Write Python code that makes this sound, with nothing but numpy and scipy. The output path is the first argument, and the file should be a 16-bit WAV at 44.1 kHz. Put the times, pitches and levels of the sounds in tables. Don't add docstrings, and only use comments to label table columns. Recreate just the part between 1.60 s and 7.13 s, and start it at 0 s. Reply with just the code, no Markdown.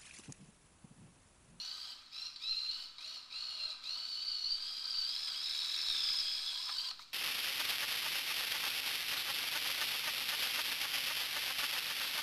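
import sys
import numpy as np
from scipy import signal
from scipy.fft import rfft, irfft
from scipy.io import wavfile

SR = 44100
rng = np.random.default_rng(int(sys.argv[2]) if len(sys.argv) > 2 else 0)


def master(y):
    cut = np.clip(np.atleast_2d(y).T, -1, 1)
    pcm = np.round(cut * 32767)
    wavfile.write(sys.argv[1], SR, pcm.astype(np.int16))


N = 243873

# start_s, length_s, starting_share_of_full_speed, clatter_db, scuff_db, whine_db, fourth_harmonic_db
THROTTLE_PRESSES = [(-0.1, .42, 0.93, -0.5, 1.5, -4, 8.5), (0.512, .158, .8, -0.5, 0, -4.5, 7.5),
                    (0.789, .45, .78, 1, 0, 2.5, -7.5), (1.38, 0.19, 0.71, 0.5, -1.5, -4, 0),
                    (1.697, .42, .78, 0.8, -3.5, -1, -8.5), (2.215, 3.08, 0.74, 0.5, 0, 2.5, -6),
                    (5.375, .05, 0.49, 1, 4.5, -9.5, 8)]
# time_s, tooth_rate_hz
TOP_SPEED = [(0.0, 1430), (0.25, 1620), (0.58, 1420), (1.07, 1372), (1.16, 1500), (1.8, 1473), (2.11, 1360),
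             (2.38, 1526), (2.52, 1480), (2.7, 1500), (2.82, 1462), (3.1, 1648), (3.42, 1518), (3.6, 1750),
             (3.74, 1576), (3.84, 1734), (4.1, 1760), (4.53, 1678), (5.12, 1695), (5.17, 1500),
             (5.24, 1600), (5.31, 1480)]
# time_s, gain_db
PROXIMITY = [(0.0, 1), (1.1, 0), (2.3, 1), (2.8, -0.2), (3.3, 3), (3.55, 5.5), (3.8, 5), (4.0, 8),
             (4.5, 8.5), (4.8, 6.5), (5.3, 6)]
# time_s, gain_db
WHINE_BEAM = [(0.08, 1.5), (0.19, -5), (0.6, 1.5), (0.93, 3.5), (1.09, -4.5), (1.22, -9), (1.48, -0.5),
              (2.55, -2), (2.82, 2.5), (2.9, 5.5), (3.0, -0.5), (3.42, 0.5), (3.58, -1.5), (4.0, -2.5),
              (4.38, -1), (4.54, 3.5), (4.9, -4.5), (5.25, -5.5)]
# pitch_hz, gain_db
GEARBOX_RADIATION = [(2400, -11), (2800, -12.5), (3050, -15.5), (3300, -12.5), (3600, -18), (3900, -4),
                     (4100, -3), (4300, -3), (4500, -3.5), (4680, -8), (4950, -9.5), (5200, -13.5),
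                     (5450, -18.5), (5750, -18), (6050, -29), (6400, -36), (7000, -27)]
# harmonic_number, gain_db
FAINT_HARMONICS = [(1, -5.5), (5, -5.5), (6, -11), (7, -15), (8, -20.5)]
# pitch_hz, width_hz, gain_db
GEARBOX_MODES = [(2516, 1220, -13.5), (3310, 230, -8), (3960, 464, 1.5), (4485, 460, -2), (4510, 505, -6),
                 (5204, 230, -5.5), (5620, 250, -12), (7440, 400, -21.5), (9300, 440, -21)]
# frequency_hz, gain_db
SCUFF_SPECTRUM = [(3820, 4.5), (6500, 8), (8480, 1.5), (9390, -8), (9930, -2), (12300, -1.5), (15000, -3.5)]
# time_s, strength_db, length_s, harmonic_number
TOOTH_CATCHES = [(1.09, -27, 0.0087, 3), (3.2779, -26.5, 0.0055, 3), (3.306, -24.5, .008, 3),
                 (3.3837, -23.5, .0056, 3), (3.4121, -25.5, .0056, 3), (3.491, -24.5, 0.0057, 3),
                 (3.842, -32, 0.0069, 3), (4.4401, -25, 0.0092, 3), (4.469, -30, 0.008, 3),
                 (4.601, -33, 0.011, 3), (4.89, -35.5, 0.12, 2)]
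# time_s, pitch_hz, gain_db
PASS_BY_HOWL = [(3.75, 3990, -42), (3.9, 3886, -43), (4.101, 3862, -43.5), (4.251, 3928, -42),
                (4.33, 3730, -37.5), (4.422, 3550, -41.5), (4.5, 3502, -42), (4.65, 3410, -79)]
# pitch_hz, width_hz, gain_db
SHELL_MODES = [(220, 92, -13.5), (372, 145, -11), (1622, 190, 2.5), (2303, 370, 4), (2642, 131.7, 6.5)]
# pitch_hz, width_hz, gain_db
METAL_MODES = [(4330, 5.2, -16), (5186, 126, -8), (6500, 15, 0), (8370, 310, -5.5)]
# time_s, gain_db
DRONE_FADER = [(0.9, -84), (1.5, -65), (1.75, -75), (2.08, -62), (2.35, -63), (2.6, -74), (5.3, -67.5)]
# time_s, gain_db
ROLL_FADER = [(0.1, -60.5), (0.6, -65), (1.1, -64), (1.45, -63.5), (2.15, -60.5), (2.7, -64.5), (3.5, -60),
              (4.45, -57), (4.75, -59.5)]
# pitch_hz, width_hz, gain_db
CHASSIS_MODES = [(738, 160, -9.5), (986, 92, -1), (1162, 112, -1), (1313, 234, 0.5), (1450, 260, -3),
                 (2110, 1440, -9.5)]
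# frequency_hz, gain_db
RUMBLE_SPECTRUM = [(60, -3), (120, -31), (240, -1.5), (400, 0), (700, -0.5), (1000, -2)]
# start_s, strength_db, thud_trim_db, snap_trim_db
CHASSIS_KNOCKS = [(0.76, -52, -6, 12), (1.382, -49, -0.5, 4.5), (3.68, -49, 1, 15), (4.497, -42.5, 2, 1.0),
                  (4.539, -42, -2.5, 4), (5.092, -37.5, 3.5, -3), (5.099, -44, 4.5, -21),
                  (5.31, -38.5, -3.5, 3.5), (5.392, -42.5, -0.5, -3)]
# frequency_hz, gain_db
ROOM_SPECTRUM = [(30, 8), (100, -2), (260, 3.5), (450, -7), (1200, -2), (4000, 5), (8000, -8), (15000, -36)]
# pitch_hz, level_db
MAINS_HUM = [(100, -90), (150, -90), (253, -87)]
# frequency_hz, gain_db
AIR_SPECTRUM = [(8, 5.5), (25, -1), (50, 4), (75, -21), (110, -2), (200, -22)]

TIME_S = np.arange(N) / SR


def whine(teeth, tooth_hz, load, third_db, second_db, fourth_db, faint_db):
    def radiated(harmonic, db):
        return from_db(db + curve(GEARBOX_RADIATION, at=harmonic * tooth_hz))
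    def side_tone(harmonic):
        sputter = rms_one(load * flicker(depth_db=3.5, rate_hz=44))
        return sputter * rough_tone(harmonic * teeth, scatter_rad=0.59 * np.sqrt(harmonic), rate_hz=130)
    shimmer = rms_one(load * flicker(depth_db=2.5, rate_hz=88))
    lead = radiated(3, third_db) * shimmer * rough_tone(3 * teeth, scatter_rad=0.45, rate_hz=174)
    sides = radiated(2, second_db) * side_tone(2) + radiated(4, fourth_db) * side_tone(4)
    faint = sum(from_db(faint_db + db) * side_tone(harmonic) for harmonic, db in FAINT_HARMONICS)
    return lead + sides + faint


def clatter(teeth, load, clatter_db, scuff_db):
    force = load ** 0.61
    contacts = np.diff(np.floor(teeth), prepend=0)
    taps = contacts * force * flicker(depth_db=3.5, rate_hz=590)
    box = rms_one(ring_body(taps, GEARBOX_MODES))
    scuff = noise(SCUFF_SPECTRUM, envelope=force * flicker(depth_db=2.9, rate_hz=400))
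    return from_db(clatter_db) * box + from_db(scuff_db) * scuff


def throttle(attack_s=0.033, release_s=0.016, spin_up_s=0.055, coast_s=0.4):
    presses = np.array(THROTTLE_PRESSES)
    current = np.maximum(np.searchsorted(presses[:, 0], TIME_S) - 1, 0)
    start_s, length_s, start_pace, *trims_db = presses[current].T
    held_s = np.maximum(TIME_S - start_s, 0)
    released_s = np.maximum(held_s - length_s, 0)
    drive = np.minimum(held_s / attack_s, 1) * np.exp(-released_s / release_s)
    pace = (1 - (1 - start_pace) * np.exp(-held_s / spin_up_s)) * np.exp(-released_s / coast_s)
    return drive, pace, *trims_db


def gear_motion(tooth_hz, spur_teeth=23.3, runout=0.009):
    spur_rad = 2 * np.pi * np.cumsum(tooth_hz) / SR / spur_teeth
    unsteadiness = 2 ** ((tooth_hz - 1500) / 349.2)
    wobble = unsteadiness * (0.014 * drift(45) + 0.008 * drift(260))
    wavering_hz = tooth_hz * (1 + wobble + runout * np.sin(spur_rad))
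    return np.cumsum(wavering_hz) / SR, spur_rad


def tooth_load(spur_rad, throb_db=3.0, jolt_db=0.22):
    throb = np.cos(spur_rad + 0.33 * drift(40)) * (1 + 0.41 * drift(28))
    return from_db(throb_db * throb) * flicker(jolt_db, rate_hz=60)


def catches(teeth, trim_db=-5.5):
    chirps = 0
    for time_s, strength_db, length_s, harmonic in TOOTH_CATCHES:
        swell = np.interp(TIME_S - time_s - 0.002, np.linspace(-0.5, 0.5, 33) * length_s, np.hanning(33))
        tone = rough_tone(harmonic * teeth, scatter_rad=0.67, rate_hz=140)
        chirps += from_db(strength_db + trim_db) * swell * tone
    return chirps


def pass_by(load, closest_s=4.3, spread_s=0.42, growl_db=-53.5):
    times_s, pitch_hz, gain_db = np.transpose(PASS_BY_HOWL)
    cycles = np.cumsum(np.interp(TIME_S, times_s, pitch_hz)) / SR
    fader = from_db(np.interp(TIME_S, times_s, gain_db) - 1) * gate(times_s[0], times_s[-1], fade_s=0.11)
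    howl = fader * rms_one(load) * rough_tone(cycles, scatter_rad=1.52, rate_hz=81)
    closeness = np.exp(-0.5 * ((TIME_S - closest_s) / spread_s) ** 2)
    growl = rms_one(ring_body(flicker(depth_db=4.2, rate_hz=117.9), SHELL_MODES))
    return howl + closeness * from_db(growl_db) * growl


def metal_ring(gears):
    return sum(from_db(db) * resonate(gears, hz, width_hz) for hz, width_hz, db in METAL_MODES)


def motor_drone(teeth, drive, slowdown, pitch_ratio=0.46):
    level_db = curve(DRONE_FADER) - 8.5 - 45 * slowdown
    return drive * from_db(level_db) * rough_tone(pitch_ratio * teeth, scatter_rad=1.26, rate_hz=51)


def tyre_roll(drive, slowdown):
    roll_db = curve(ROLL_FADER) - 18.5 * slowdown * (1 - drive)
    chassis = rms_one(ring_body(flicker(depth_db=3, rate_hz=130), CHASSIS_MODES))
    return from_db(roll_db - 1) * chassis + from_db(roll_db - 15) * noise(RUMBLE_SPECTRUM)


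def tyre_scrub(level_db=-62, pitch_hz=1013, width_hz=110):
    grabs = flicker(depth_db=3, rate_hz=55)
    scrub = rms_one(ring_body(grabs, [(pitch_hz, width_hz, 0)]))
    return gate(start_s=4.9, end_s=5.33, fade_s=0.048) * from_db(level_db) * scrub


def knocks(decay_s=0.0031):
    start_s, strength_db, thud_trim_db, snap_trim_db = np.transpose(CHASSIS_KNOCKS)
    thud_hits = strikes(start_s, strength_db + thud_trim_db, decay_s)
    snap_hits = strikes(start_s, strength_db + snap_trim_db, decay_s)
    thud = from_db(13.5) * ring_body(thud_hits, CHASSIS_MODES)
    snap = from_db(15) * ring_body(snap_hits, GEARBOX_MODES)
    rumble = from_db(-23.5) * thud_hits * noise(RUMBLE_SPECTRUM)
    return thud + snap + rumble


def room(car, wet, early_decay_s=0.0067, tail_db=-0.5, reverb_s=0.63):
    t = np.arange(SR * 3 // 4) / SR
    early = rng.standard_normal(len(t)) * np.exp(-t / early_decay_s) * (t > 0.002)
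    tail = rng.standard_normal(len(t)) * from_db(-60 * t / reverb_s) * (t > 0.008)
    response = early / np.linalg.norm(early) + from_db(tail_db) * tail / np.linalg.norm(tail)
    direct = car / np.sqrt(1 + wet ** 2)
    return direct + signal.fftconvolve(direct * wet, response / np.linalg.norm(response))[:N]


def background(room_db=-67, air_db=-81):
    hum = sum(from_db(db) * np.sin(2 * np.pi * (hz * TIME_S + rng.random())) for hz, db in MAINS_HUM)
    return from_db(room_db) * noise(ROOM_SPECTRUM) + np.sqrt(2) * hum + from_db(air_db) * noise(AIR_SPECTRUM)


def from_db(db):
    return 10 ** (np.asarray(db) / 20)


def rms_one(x):
    return x / np.sqrt(np.mean(x ** 2) + 1e-20)


def curve(points, at=TIME_S):
    return np.interp(at, *np.transpose(points))


def gate(start_s, end_s, fade_s):
    return np.clip(np.minimum(TIME_S - start_s, end_s - TIME_S) / fade_s, 0, 1)


def drift(rate_hz):
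    pole = np.exp(-16 * np.pi * rate_hz / SR)
    slow = signal.lfilter([1], [1, -2 * pole, pole * pole], rng.standard_normal(N // 8 + 4002))[4000:]
    return np.interp(np.arange(N) / 8, np.arange(len(slow)), rms_one(slow))


def flicker(depth_db, rate_hz):
    return from_db(depth_db * drift(rate_hz))


def rough_tone(cycles, scatter_rad, rate_hz):
    return np.sqrt(2) * np.sin(2 * np.pi * (cycles + rng.random()) + scatter_rad * drift(rate_hz))


def noise(spectrum, envelope=1):
    hz, db = np.transpose(spectrum)
    bins_hz = np.maximum(np.fft.rfftfreq(N, 1 / SR), 1)
    roll_off = 1 / np.sqrt((1 + (hz[0] / bins_hz / 1.2) ** 8) * (1 + (bins_hz / hz[-1] / 1.2) ** 8))
    colour = from_db(np.interp(np.log(bins_hz), np.log(hz), db))
    return rms_one(irfft(rfft(envelope * rng.standard_normal(N)) * roll_off * colour, N))


def resonate(x, hz, width_hz):
    radius = np.exp(-np.pi * width_hz / SR)
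    feedback = [1, -2 * radius * np.cos(2 * np.pi * hz / SR), radius ** 2]
    return signal.lfilter(np.array([1, 0, -1]) * (1 - radius ** 2) / 2, feedback, x + 1e-18)


def ring_body(force, modes):
    ringing = 0
    for hz, width_hz, db in modes:
        first_pass = resonate(force * rng.standard_normal(N), hz, 1.25 * width_hz)
        ringing += from_db(db) * resonate(first_pass, hz, 1.25 * width_hz)
    return ringing


def strikes(times_s, levels_db, decay_s):
    hits = np.zeros(N)
    hits[np.round(times_s * SR).astype(int)] = from_db(levels_db)
    return signal.lfilter([1], [1, -np.exp(-1 / (decay_s * SR))], hits + 1e-18)


def scene(bump_s=5.31, stopping_s=0.086, stopped_db=-9.5):
    drive, pace, clatter_trim_db, scuff_trim_db, whine_trim_db, fourth_trim_db = throttle()
    near_db = curve(PROXIMITY)
    tooth_hz = pace * curve(TOP_SPEED)
    slowdown = 1 - pace
    def duck_db(coasting_db):
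        return 20 * np.log10(drive + from_db(coasting_db) * pace * (1 - drive))
    tone_db = duck_db(coasting_db=-18) - 0.5 * (1 - drive)
    third_db = -39.5 + 0.88 * near_db + tone_db + whine_trim_db - 24.5 * slowdown + curve(WHINE_BEAM)
    second_db = -42.5 + 0.99 * near_db + tone_db - 23 * slowdown
    fourth_db = third_db + fourth_trim_db
    clatter_db = -50 + 0.94 * near_db + duck_db(coasting_db=-9) + clatter_trim_db
    scuff_db = -66.5 + 1.39 * near_db + duck_db(coasting_db=-13) + scuff_trim_db - 3 * slowdown
    moving = from_db(curve([(bump_s, 0), (bump_s + stopping_s, stopped_db)]))
    teeth, spur_rad = gear_motion(tooth_hz)
    load = tooth_load(spur_rad)
    gears = whine(teeth, tooth_hz, load, third_db, second_db, fourth_db, faint_db=clatter_db - 17)
    gears += clatter(teeth, load, clatter_db, scuff_db) + catches(teeth) + pass_by(load)
    gears *= moving
    underlay = moving * (motor_drone(teeth, drive, slowdown) + tyre_roll(drive, slowdown))
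    car = gears + metal_ring(gears) + underlay + tyre_scrub() + knocks()
    wet = from_db(-1 - 1.32 * near_db)
    return (room(car, wet) + background())[None]


def record(dry, mic_bend=10.6, flutter_band_hz=(1.07, 10.9), cutoff_hz=15250):
    flutter_band = signal.butter(1, flutter_band_hz, "band", fs=SR, output="sos")
    flutter = signal.sosfilt(flutter_band, mic_bend * dry ** 2)
    high_cut = signal.ellip(12, 0.1, 80, cutoff_hz, fs=SR, output="sos")
    return signal.sosfilt(high_cut, dry + flutter)


dry = scene()
out = record(dry)
master(out)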